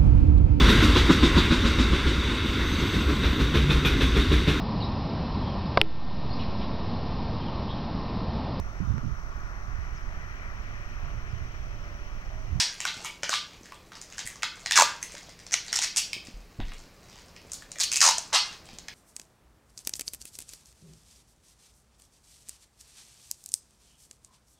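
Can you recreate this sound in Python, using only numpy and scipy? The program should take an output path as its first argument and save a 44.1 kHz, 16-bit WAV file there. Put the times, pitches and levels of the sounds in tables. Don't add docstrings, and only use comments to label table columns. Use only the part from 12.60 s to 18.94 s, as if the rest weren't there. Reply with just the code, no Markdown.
import sys
import numpy as np
from scipy import signal
from scipy.fft import rfft, irfft
from scipy.io import wavfile
from scipy.ndimage import uniform_filter1d

SR = 44100
rng = np.random.default_rng(int(sys.argv[2]) if len(sys.argv) > 2 else 0)


def put_to_file(sound):
    columns = np.atleast_2d(sound).T
    safe = np.clip(columns, -1, 1)
    whole_steps = np.round(safe * 32767)
    wavfile.write(sys.argv[1], SR, whole_steps.astype(np.int16))


N = 279594
LEAD, GRAIN = SR // 10, 1024


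def undb(db):
    return 10 ** (np.asarray(db) / 20)


def on_log_axis(hz, points, values):
    return np.interp(np.log(hz + 1), np.log(points), values)


def resonance(hz, centre, q):
    s = 1j * hz / centre
    return s / q / (1 + s / q + s * s)


def minimum_phase(db):
    cepstrum = irfft(np.log(undb(db)))
    half = cepstrum.shape[-1] // 2
    cepstrum[..., 1:half] *= 2
    cepstrum[..., half + 1:] = 0
    return np.exp(rfft(cepstrum))


def place(times, grains):
    track = np.zeros(LEAD + N + GRAIN)
    for i, grain in zip(np.clip(times * SR + LEAD, 0, LEAD + N).astype(int), grains):
        track[i:i + GRAIN] += grain
    return track[:LEAD + N]


# f/Hz, relative density/dB
NOISE_FLOOR = [(12, -24), (20, 1.5), (65, -0.5), (215, -7), (620, -10.5), (969, -17), (1110, -13.5),
               (1250, -18.5), (1350, -18.5), (2180, -18), (2500, -18), (3400, -27.5), (4020, -20.5),
               (8790, -32), (15800, -33)]


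def room_tone(noise_db=-54.5, hum_hz=175, hum_db=-67.5):
    hz = np.fft.rfftfreq(N, 1 / SR)
    colour = undb(on_log_axis(hz, *np.transpose(NOISE_FLOOR)))
    noise = irfft(rfft(rng.standard_normal(N)) * colour, N)
    hum = np.sqrt(2) * np.sin(2 * np.pi * hum_hz * np.arange(N) / SR)
    return undb(noise_db) * noise / noise.std() + undb(hum_db) * hum


def release(response, db, peel_s, jolt, ripple):
    peel = rng.standard_normal((len(db), GRAIN)) * np.exp(-(np.arange(GRAIN) / SR / peel_s) ** 2)
    grains = np.array([irfft((jolt + share * rfft(peel)) * response) for share in (1, ripple)])
    power = np.sum(grains ** 2, axis=-1, keepdims=True) / (.005 * SR)
    return grains * undb(db) / np.sqrt(power)


# f/Hz, relative level/dB
SKIN_SPECTRUM = [(300, -55), (700, -12), (1300, -11), (2400, -8.5), (3500, -10.5), (4800, -4), (6500, -1.5),
                 (8500, -7), (11000, -20.5), (15500, -37)]


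def skin_and_fold(rows, taut_db=2, taut_q=6, fold_q=5.03, leak_db=-22):
    t, crack_db, crack_hz, tilt_db, fold_db, fold_hz, send_db = np.asarray(rows, float).T[:, :, None]
    hz = np.arange(GRAIN // 2 + 1) * SR / GRAIN
    octaves = np.log2(np.clip(hz, 2300, 11000) / 6000)
    skin = minimum_phase(on_log_axis(hz, *np.transpose(SKIN_SPECTRUM)) + tilt_db * octaves)
    skin = skin * (1 + undb(taut_db) * resonance(hz, crack_hz, taut_q))
    radiated_power = 1 / (1 + (.65 * fold_hz / (hz + 60)) ** 6) + undb(2 * leak_db)
    radiation = minimum_phase(10 * np.log10(radiated_power))
    fold = resonance(hz, fold_hz, fold_q) * resonance(hz, fold_hz, q=0.16) * radiation
    cracks = release(skin, crack_db, peel_s=0.003, jolt=3.86, ripple=0.29)
    notes = release(fold, fold_db, peel_s=0.0034, jolt=3.7, ripple=0.4)
    direct, diffuse = cracks + notes
    return np.array([place(t[:, 0], direct), place(t[:, 0], diffuse * undb(send_db))])


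# t/s, length/s, slip rate/Hz, first level/dB, last level/dB, crack f/Hz, tilt/(dB per octave),
# fold over crack/dB, fold f/Hz, room send/dB
GLOVE_DRAGS = [(-.03, 0.045, 510, -26.5, -41, 5600, -1, -17, 1800, 8.5),
               (0.255, 0.014, 443, -64, -35, 4050, -7, -14, 1540, 8.5),
               (0.444, 0.011, 303, -51, -51, 5960, 1, 3.5, 2400, 10),
               (0.702, 0.055, 310, -38.5, -41, 4000, -3, -25, 1380, 6.5),
               (1.6562, 0.024, 120, -41.5, -32, 8000, 17, -4.5, 1980, -1),
               (2.156, .019, 530, -24.5, -20, 5700, -2.5, -4, 1650, 2),
               (2.92, 0.017, 225, -33.5, -18.5, 7000, 1, -10, 1940, 1.5),
               (3.1403, 0.053, 63, -31, -22, 6400, -2, -24, 1950, -3.5),
               (3.216, 0.031, 440, -32, -32, 5600, 0, -11, 2110, -1),
               (3.3684, .017, 244, -23, -21.5, 6540, 5, -12, 2600, -0.5),
               (5.2004, .016, 215, -24, -22, 4523, 3.5, -28, 2110, 0.5),
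               (5.2345, 0.011, 217, -24, -29.5, 6826, 8, -9, 2640, -8),
               (5.3173, .031, 119, -24.5, -28, 6440, 3.5, -8, 2540, -2.5),
               (5.3587, .017, 160, -23, -21.5, 6300, 5, -10, 2560, -3),
               (5.726, 0.015, 353, -42, -31.5, 4310, -20, 1.5, 680, -2),
               (5.728, .025, 657, -32.5, -28.5, 4270, -3.5, -10, 1062, 7)]


def drags(uneven_s=.0006, scatter_db=1.5):
    slips = []
    for start, length, rate, first_db, last_db, crack_hz, tilt, fold_db, fold_hz, send in GLOVE_DRAGS:
        chance = rng.standard_normal((40, 4))
        for k, (late, size, taut, slack) in enumerate(chance[:int(length * rate) + 1]):
            t = start + k / rate + uneven_s * late
            db = first_db + (last_db - first_db) * k / (length * rate) + scatter_db * size
            slips.append((t, db, crack_hz * np.exp(0.16 * taut), tilt,
                          db + fold_db, fold_hz * np.exp(0.02 * slack), send))
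    return skin_and_fold(slips)


# t/s, length/s, relative level/dB
FINGER_WORK = [(0, 0.51, -45.5), (0.874, 0.25, -53.5), (1.327, 0.43, -50), (1.947, 0.77, -49.5),
               (3.0, 0.27, -49.5), (3.66, 0.048, -50.5), (4.062, 0.17, -54.5), (4.412, 0.3, -56),
               (4.876, 0.15, -54), (5.552, 0.43, -50), (6.054, 0.076, -50)]


def crinkle(count=600, fade_s=0.033, rest_db=-63.5, scatter_db=5.5, fold_db=-6, send_db=2.0):
    late, size, taut, slack, hollow = rng.standard_normal((count, 5)).T
    t = (np.arange(count) + .5 * late) / count * N / SR
    start, length, spell_db = np.transpose(FINGER_WORK)[:, :, None]
    resting = np.clip(np.maximum(start - t, t - start - length) / fade_s, 0, 1)
    busy_db = np.max(spell_db + (rest_db - spell_db) * resting, axis=0)
    db = busy_db + scatter_db * np.minimum(size, 2) - 6
    crack_hz, tilt = 5600 * np.exp(0.23 * taut), 4.7 * taut - 1
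    fold_hz = 1300 * np.exp(0.54 * slack)
    columns = [t, db, crack_hz, tilt, db + fold_db + 3 * hollow, fold_hz, np.full(count, send_db)]
    return skin_and_fold(np.column_stack(columns))


# t/s, crack level/dB, crack f/Hz, tilt/(dB per octave), fold level/dB, fold f/Hz, room send/dB
SINGLE_SNAPS = [(0.2037, -29.5, 7200, -2, -37.5, 2500, 1), (0.2525, -29.5, 5620, 0, -24, 1390, -2.5),
                (0.3683, -45, 5810, 4, -48, 2210, 4), (0.4471, -36, 6170, 11, -36, 1190, 2.5),
                (0.6327, -26.5, 5620, -6, -34, 1520, 1.5), (0.6931, -26, 6650, 5, -27, 1480, -2),
                (0.7288, -49, 4910, -6, -25, 1180, -3), (0.7382, -25.5, 4090, -9, -32, 2060, -4),
                (1.057, -51, 7040, 5, -49, 1840, 2), (1.1212, -65, 6900, -4, -39, 1050, -1),
                (1.3195, -48, 4260, -20, -44, 1350, -1), (1.3538, -43, 4870, -5, -52, 1870, -1.5),
                (1.4147, -38.5, 6500, 3, -57, 1910, 1), (1.5242, -43.5, 6350, -4, -53, 1890, 1.5),
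                (1.5816, -33.5, 7450, -3, -42.5, 1930, 2), (1.5918, -33, 6330, -4.5, -49, 1950, 1),
                (1.8226, -50, 4500, 0, -35, 2300, -5.5), (1.8318, -22.5, 4100, -6.5, -28, 1500, -1.5),
                (2.0606, -27.5, 4284, -5, -34.5, 1947, -0.5), (2.1100, -24.5, 3440, 1, -22.5, 1860, -3.5),
                (2.1211, -21, 3510, -3, -27, 1880, 0), (2.428, -29, 6270, 11, -37, 2100, -.5),
                (2.5511, -40.5, 6050, -6, -51, 915, -12), (2.5712, -48, 5900, 2, -45.5, 1920, 1),
                (2.791, -49.5, 5330, -1, -57, 1930, 5.5), (2.8663, -40.5, 5230, -1.5, -63, 1748, -1),
                (2.91, -41, 5430, -5, -52, 1900, -1), (2.94, -16.5, 7300, -5, -38, 1980, -8.5),
                (3.0820, -37, 4540, -6, -63, 1850, 2.5), (3.1287, -23, 5556, 0.5, -29.5, 1710, -.5),
                (3.1617, -22, 6060, 2, -47, 1703, 0.5), (3.3615, -26, 6686, 3, -59, 2060, 5),
                (3.5315, -30, 5030, -0.5, -30, 2440, -2.5), (3.6706, -44, 4840, -1.5, -53, 2016, -3.5),
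                (4.0018, -41, 3830, -22, -39.5, 750, 0), (4.119, -43, 4360, -23, -47.5, 2100, 0.5),
                (4.7636, -47, 5500, -8.5, -51, 1940, -0.5), (4.9187, -32.5, 6750, 6, -68, 2730, -8),
                (4.9331, -32.5, 6740, 8.5, -58, 1413, 2.5), (5.0220, -54, 8050, 4, -44, 1670, -2),
                (5.1171, -35.5, 6650, 2, -68, 1880, -2.5), (5.1575, -58, 6038, 0, -43.5, 1862, 2),
                (5.1855, -36, 6900, 7, -46, 1798, 8), (5.4059, -18.5, 5600, 3, -40, 1790, 8.5),
                (5.5095, -23.5, 5420, 1, -27.5, 925, -9), (5.5825, -23, 6100, 3, -35, 740, -4.5),
                (6.186, -38, 6450, -0.5, -68, 2000, -3), (6.2838, -36.5, 5100, -5, -38.5, 1850, -3.5)]


def snaps(creak_lead_s=.008, creak_db=-23.5):
    creaks = np.array(SINGLE_SNAPS, float)
    creaks[:, 0] -= creak_lead_s
    return skin_and_fold(SINGLE_SNAPS) + undb(creak_db) * skin_and_fold(creaks)


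# t/s, level/dB, f/Hz, t60/s
HAND_KNOCKS = [(0.369, -30, 170, 0.0094), (0.633, -28, 580, 0.021), (0.694, -25.5, 650, 0.018),
               (1.011, -37.5, 280, .022), (1.651, -31.5, 110, 0.017), (2.187, -27.5, 417.3, 0.027),
               (2.205, -33, 320, 0.034), (2.543, -36.5, 570, 0.02), (2.687, -39.5, 670, .02),
               (3.566, -30.5, 360, 0.0072), (3.685, -34, 260, 0.026), (3.74, -35, 40, 0.27),
               (3.989, -25, 102, 0.068), (3.997, -23.5, 266, 0.028), (4.002, -27, 24.4, 0.45),
               (4.019, -30.5, 45.3, 0.25), (4.85, -36, 410, 0.01), (5.165, -40.5, 610, 0.029),
               (6.133, -34.5, 200, 0.015)]


def knocks(send_db=-3.0):
    t = np.arange(-LEAD, N) / SR
    thuds = 0
    for start, db, hz, t60 in HAND_KNOCKS:
        age = np.maximum(t - start, 0)
        decay = np.exp(-np.log(1000) * np.minimum(age / t60, 10))
        thuds = thuds + undb(db) * np.sin(2 * np.pi * hz * age) * decay
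    return np.array([thuds, thuds * undb(send_db)])


# t/s, length/s, jerk rate/Hz, jerk length/s, crack level/dB,
# fold over crack/dB, first fold f/Hz, last fold f/Hz, leak below the fold/dB, room send/dB
TAPE_RIPS = [(2.1754, 0.056, 88.5, .001, -17, 2.5, 1180, 924, -17, -4.5),
             (5.4132, 0.0843, 82, .006, -21, -8, 1926, 900, -36, -2)]


def rips(slips_per_s=650, crack_hz=6450, tilt=0, uneven_s=.0003, scatter_db=1, sag_share=0.19):
    out = 0
    for start, length, rate, jerk_s, crack_db, fold_db, first_hz, last_hz, leak_db, send in TAPE_RIPS:
        jerks = np.arange(0, length, 1 / rate)
        ages = (jerks[:, None] + np.arange(0, jerk_s, 1 / slips_per_s)).ravel()
        slips = []
        for age, (late, size, taut, slack) in zip(ages, rng.standard_normal((80, 4))):
            db = crack_db + scatter_db * size
            strip_hz = last_hz + (first_hz - last_hz) * np.exp(-age / length / sag_share)
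            slips.append((start + age + uneven_s * late, db, crack_hz * np.exp(0.1 * taut), tilt,
                          db + fold_db, strip_hz * np.exp(0.023 * slack), send))
        out = out + skin_and_fold(slips, fold_q=5.1, leak_db=leak_db)
    return out


# f/Hz, relative level/dB, t60/s
WALL_BANDS = [(150, -1, 0.61), (500, -7, 0.41), (1080, -8.5, 0.49), (2350, 0.5, 0.39), (3480, 6.5, 0.33),
              (6320, -5, 0.33), (8550, -5.5, 0.26), (15350, 1, 0.21)]
# f/Hz, level/dB
ROOM_MODES = [(896, -29), (981, -26), (1194, -25.5), (2890, -29.5), (4030, -41)]


def room(send, ceiling_s=.0089, ceiling_db=-7, walls_db=-1, build_s=0.0034, modes_t60=0.29):
    t = np.arange(SR * 3 // 4) / SR
    hz = np.fft.rfftfreq(len(t), 1 / SR)
    points, dbs, t60s = np.transpose(WALL_BANDS)
    swell = np.clip((t - ceiling_s) / build_s, 0, 1)

    def envelope(t60):
        return swell * np.exp(-np.log(1000) * t / t60)

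    noise = rng.standard_normal(len(t))
    power = np.abs(rfft(noise * envelope(t60s.mean()))) ** 2
    echoes = rfft(noise) / np.sqrt(uniform_filter1d(power, size=120) / power.mean())
    response = np.zeros(len(t))
    for share, db, t60 in zip(np.eye(len(points)), dbs, t60s):
        fade = envelope(t60)
        band = irfft(echoes * on_log_axis(hz, points, share), len(t))
        response += undb(db + walls_db) * band * fade / np.linalg.norm(fade)
    for mode_hz, db in ROOM_MODES:
        ring = np.sin(2 * np.pi * mode_hz * t) * envelope(modes_t60)
        response += undb(db) * ring / np.linalg.norm(ring)
    response[int(ceiling_s * SR)] += undb(ceiling_db)
    return signal.fftconvolve(send, response)[:len(send)]


# f/Hz, side over mid/dB
SIDE_SPECTRUM = [(30, -47), (250, -46), (600, -54), (1200, -45.5), (2200, -34), (4500, -75), (8000, -28),
                 (14000, -13.5)]


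def widen(mid):
    hz = np.fft.rfftfreq(N, 1 / SR)
    width = undb(on_log_axis(hz, *np.transpose(SIDE_SPECTRUM)))
    side = irfft(1j * rfft(mid) * width, N)
    return np.array([mid + side, mid - side])


def scene():
    direct, send = snaps() + drags() + rips() + crinkle() + knocks()
    return widen((direct + room(send))[LEAD:] + room_tone())


def record(dry, top_hz=15750):
    low_pass = signal.ellip(10, .2, 80, top_hz, fs=SR, output="sos")
    return signal.sosfilt(low_pass, np.clip(dry, -1, 1))


dry = scene()
out = record(dry)
put_to_file(out)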